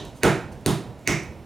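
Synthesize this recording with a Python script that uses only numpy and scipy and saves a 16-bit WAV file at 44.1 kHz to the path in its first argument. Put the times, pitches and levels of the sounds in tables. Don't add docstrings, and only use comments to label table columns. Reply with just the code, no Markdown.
import sys
import numpy as np
from scipy import signal
from scipy.fft import rfft, irfft, next_fast_len
from scipy.io import wavfile

SR = 44100
rng = np.random.default_rng(int(sys.argv[2]) if len(sys.argv) > 2 else 0)


def invert_db(x):
    u = np.asarray(x, float) / 20
    return 10 ** u


def persist_wave(psi):
    counts = np.round(np.clip(psi, -1, 1) * 32767).astype(np.int16)
    wavfile.write(sys.argv[1], SR, np.atleast_2d(counts).T)


N = 63945
PAD = 13230
LEAD_S = .03

BLOW_TIMES = [-.19, .2335, .6610, 1.0751]
# slap level/dB, squeezed air level/dB, thud sent to the room level/dB
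BLOWS = [
    (-15, -28, 8),
    (-5.5, -39, -5.5),
    (-6.5, -43.5, -9.5),
    (-10, -36, -2),
]
SLAP_SWEEPS = [.0005, .0003, .0007, .0003]
# f/Hz, width/Hz, level/dB
CAVITIES = [
    [(890, 290, 13.5), (3470, 940, 16), (6100, 700, 11.5), (9700, 1500, 5), (13000, 2000, -11)],
    [(600, 760, 3.5), (884, 73, 6), (1460, 270, 6.5), (2270, 270, 2), (4030, 240, -7.5), (6800, 2100, -10),
     (9770, 960, -10), (13200, 1500, -18)],
    [(780, 650, -2), (1300, 1000, -18), (2020, 230, -16), (3860, 1670, -7.5), (6620, 330, -10.5),
     (9390, 2140, -8.5), (12300, 700, -11), (14800, 610, -31)],
    [(740, 400, -3), (1390, 420, -1.5), (2130, 360, 7), (2280, 170, 7.5), (4540, 440, -24), (5930, 1060, 1),
     (7900, 400, -6), (9600, 620, -12), (14100, 1600, -14)],
]
# f/Hz, then level/dB in each of the four blows
THUD_MODES = [(63.2, -30, -16, -16.5, -16.5), (128, -31, -11, -5.5, -14), (148.8, -16.5, -7, -4, -11),
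              (202.7, -34, -9, -6.5, -14), (315.4, -4, -23, -7.5, -14.5), (347.5, -9, -8, -5.5, -8.5),
              (392, 2.5, -3, -0.5, -10.5), (468.3, -28, -3.5, -9.5, -49)]
# t/s, level/dB, length/s, lowest f/Hz
TICKS = [
    (0.0516, -37.5, 0.0015, 5000),
    (0.169, -54, 0.024, 2500),
    (.526, -51.5, 0.0088, 2980),
    (.611, -52, 0.0011, 5000),
    (0.993, -54, .003, 2500),
    (1.235, -51, 0.0059, 5000),
]
RIM_DELAYS = [.00047, .0011]
RIM_LEVELS = [-4, -8]
# f/Hz, level/dB, t60/s
ROOM = [(59.5, -18, 0.22), (152, -21.5, 0.5), (393, -17.5, 0.34), (1020, -29.5, 0.47), (2870, -30, 0.43),
        (7200, -32.5, 0.37), (15000, -37.5, 0.27)]
# f/Hz, level/dB
RUMBLE = [(15, -42), (25, -13), (97, -7.5), (335, -16.5), (775, -19), (962, -30.5), (1790, -35),
          (3920, -43), (16000, -54.5)]
# t/s, level/dB
RUMBLE_SWELL = [(0, 6), (.2, -2), (.5, 3.5), (.65, -1.5), (.9, 3), (1.02, -2.5), (1.3, 4.5), (1.45, -3.5)]
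# f/Hz, level/dB
PORT_LEVEL = [(30, -3.7), (130, -6), (300, -2), (600, -.3), (1200, -4), (2300, -5.5), (4500, -1),
              (12000, -.3)]
# f/Hz, phase/rad
PORT_PHASE = [(0, 0), (6630, 0.16), (7490, -0.1), (7750, 0.092), (8870, -0.034), (16500, 0.13)]
# f/Hz, level/dB
UNSHARED = [(60, -32), (500, -22), (2000, -29), (5000, -15), (9000, -5), (15000, -21)]


def slaps():
    puff_s, puff_top_hz, sweep_scatter = 0.0069, 5000, 0.562
    size = SR // 5
    t = np.arange(size) / SR - LEAD_S
    hz = np.arange(size // 2 + 1) * SR / size
    parts = []
    for s, sweep_s, (db, puff_db, _), peaks in zip(BLOW_TIMES, SLAP_SWEEPS, BLOWS, CAVITIES):
        scatter = np.interp(hz, np.arange(0, SR, 1500), rng.uniform(-1, 1, 30))
        lag = LEAD_S + sweep_s * (hz / 10000 + sweep_scatter * (1 + scatter))
        click = np.exp(-2j * np.pi * np.cumsum(lag) * SR / size)
        puff = invert_db(puff_db) * (t < 0) * np.exp(t / puff_s) * rng.standard_normal(size)
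        puff = rfft(puff) / (1 + (hz / puff_top_hz) ** 4)
        slap = irfft((click + puff) * cavity(peaks, hz), size)
        parts.append((s, invert_db(db + 22) * slap))
    return place(parts)


def cavity(peaks, hz):
    w = np.maximum(hz, 20)
    power = sum(invert_db(2 * db) / (1 + ((w * w - f * f) / (w * width)) ** 2) for f, width, db in peaks)
    cepstrum = irfft(.5 * np.log(power))
    cepstrum[1:len(hz) - 1] *= 2
    cepstrum[len(hz):] = 0
    return np.exp(rfft(cepstrum))


def place(parts):
    line = np.zeros(PAD + N + SR)
    for s, part in parts:
        i = PAD + int((s - LEAD_S) * SR)
        line[i:i + len(part)] += part
    return line[:PAD + N]


def thuds(sent):
    rise_cycles, ring_cycles = 1.5, 16
    t = np.maximum(np.arange(SR // 2) / SR - LEAD_S, 0)
    parts = []
    for k, (s, (db, _, room_db)) in enumerate(zip(BLOW_TIMES, BLOWS)):
        thud = 0
        for hz, *levels in THUD_MODES:
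            decay = invert_db(levels[k] - 60 * t * hz / ring_cycles)
            rise = 1 - np.exp(-t * hz / rise_cycles)
            thud = thud + decay * rise * np.sin(2 * np.pi * hz * t)
        parts.append((s, invert_db(db + sent * room_db) * thud))
    return place(parts)


def ticks():
    top_hz = 12100
    return place([(s, invert_db(db) * band_pass(burst(length_s), low_hz, top_hz))
                  for s, db, length_s, low_hz in TICKS])


def burst(length_s):
    t = np.arange(SR // 5) / SR - LEAD_S
    return np.exp(-(t / length_s) ** 2) * rng.standard_normal(len(t))


def band_pass(x, low_hz, high_hz, order=2):
    return signal.sosfilt(signal.butter(order, [low_hz, high_hz], "band", fs=SR, output="sos"), x)


def direct(bright):
    level_db, low_hz, high_hz = -2, 1480, 14500
    bounces = sum(invert_db(db) * np.roll(bright, int(s * SR)) for s, db in zip(RIM_DELAYS, RIM_LEVELS))
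    near = invert_db(level_db) * (bright + bounces)
    return band_pass(signal.fftconvolve(near, near_wall())[:PAD + N], low_hz, high_hz, order=1)


def near_wall():
    delay_s, smear_s, level_db = .0073, .00015, -10
    t = np.arange(SR // 50) / SR - delay_s
    wall = np.exp(-(t / smear_s) ** 2) * rng.standard_normal(len(t))
    wall = invert_db(level_db) * wall / np.sqrt(np.sum(wall ** 2))
    wall[0] = 1
    return wall


def room_tail():
    start_s, swell_s, early_db = 0.0049, 0.014, -4
    t = np.arange(SR) / SR
    early = invert_db(early_db) * (t > .002)
    swell = early + 1 - np.exp(-np.maximum(t - start_s, 0) / swell_s)
    tail = 0
    for hz, noise in bands(SR):
        t60 = at_hz(ROOM, hz, axis=2)
        tail = tail + invert_db(at_hz(ROOM, hz) - 60 * t / t60) * noise
    return swell * tail


def bands(size):
    settle = 4000
    edges = 22 * 2 ** np.arange(0, 9.8, .5)
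    white = rng.standard_normal((2, size + settle))
    for k, (low, high) in enumerate(zip(edges, edges[1:])):
        yield np.sqrt(low * high), band_pass(white[k % 2], low, high)[settle:]


def at_hz(points, hz, axis=1):
    p = np.array(points)
    return np.interp(np.log(np.maximum(hz, 1)), np.log(p[:, 0]), p[:, axis])


def bump():
    time_s, hz, level_db, length_s = 1.4, 78, -44.5, 0.046
    t = np.arange(N) / SR - time_s
    return invert_db(level_db) * np.exp(-(t / length_s) ** 2) * np.sin(2 * np.pi * hz * t)


def rumble():
    level_db, patchy_db, swell_top_hz = -41, 1.5, 1000
    swell = np.interp(np.arange(N) / SR, *np.transpose(RUMBLE_SWELL))
    out = 0
    for hz, noise in bands(N):
        slow = np.interp(np.arange(N), np.linspace(0, N, 16), rng.standard_normal(16))
        swell_here = swell / (1 + (hz / swell_top_hz) ** 2)
        out = out + invert_db(at_hz(RUMBLE, hz) + patchy_db * slow + swell_here) * noise
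    return invert_db(level_db) * out / np.std(out)


def heard(bright):
    room = signal.fftconvolve(bright + thuds(True), room_tail())[:PAD + N]
    return (room + direct(bright) + thuds(False))[PAD:] + rumble() + bump()


def scene():
    bright = slaps() + ticks()
    size = next_fast_len(N + 4096)
    hz = np.arange(size // 2 + 1) * SR / size
    mid = rfft(heard(bright), size)
    apart = 1j * rfft(heard(bright), size) * invert_db(at_hz(UNSHARED, hz))
    port = invert_db(at_hz(PORT_LEVEL, hz) / 2) * np.exp(.5j * at_hz(PORT_PHASE, hz))
    return np.array([irfft(mid * port + apart, size), irfft(mid / port - apart, size)])[:, :N]


def roll_off(x):
    return signal.sosfilt(signal.butter(12, 16850, fs=SR, output="sos"), x)


def record(dry):
    low_hz, top_hz, ceiling = 45.5, 17000, .8
    mix = signal.sosfilt(signal.butter(2, low_hz, "high", fs=SR, output="sos"), dry)
    mix = ceiling * np.tanh(mix / ceiling)
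    mix = signal.sosfilt(signal.cheby2(16, 60, top_hz, fs=SR, output="sos"), mix)
    return roll_off(mix)


dry = scene()
out = record(dry)
persist_wave(out)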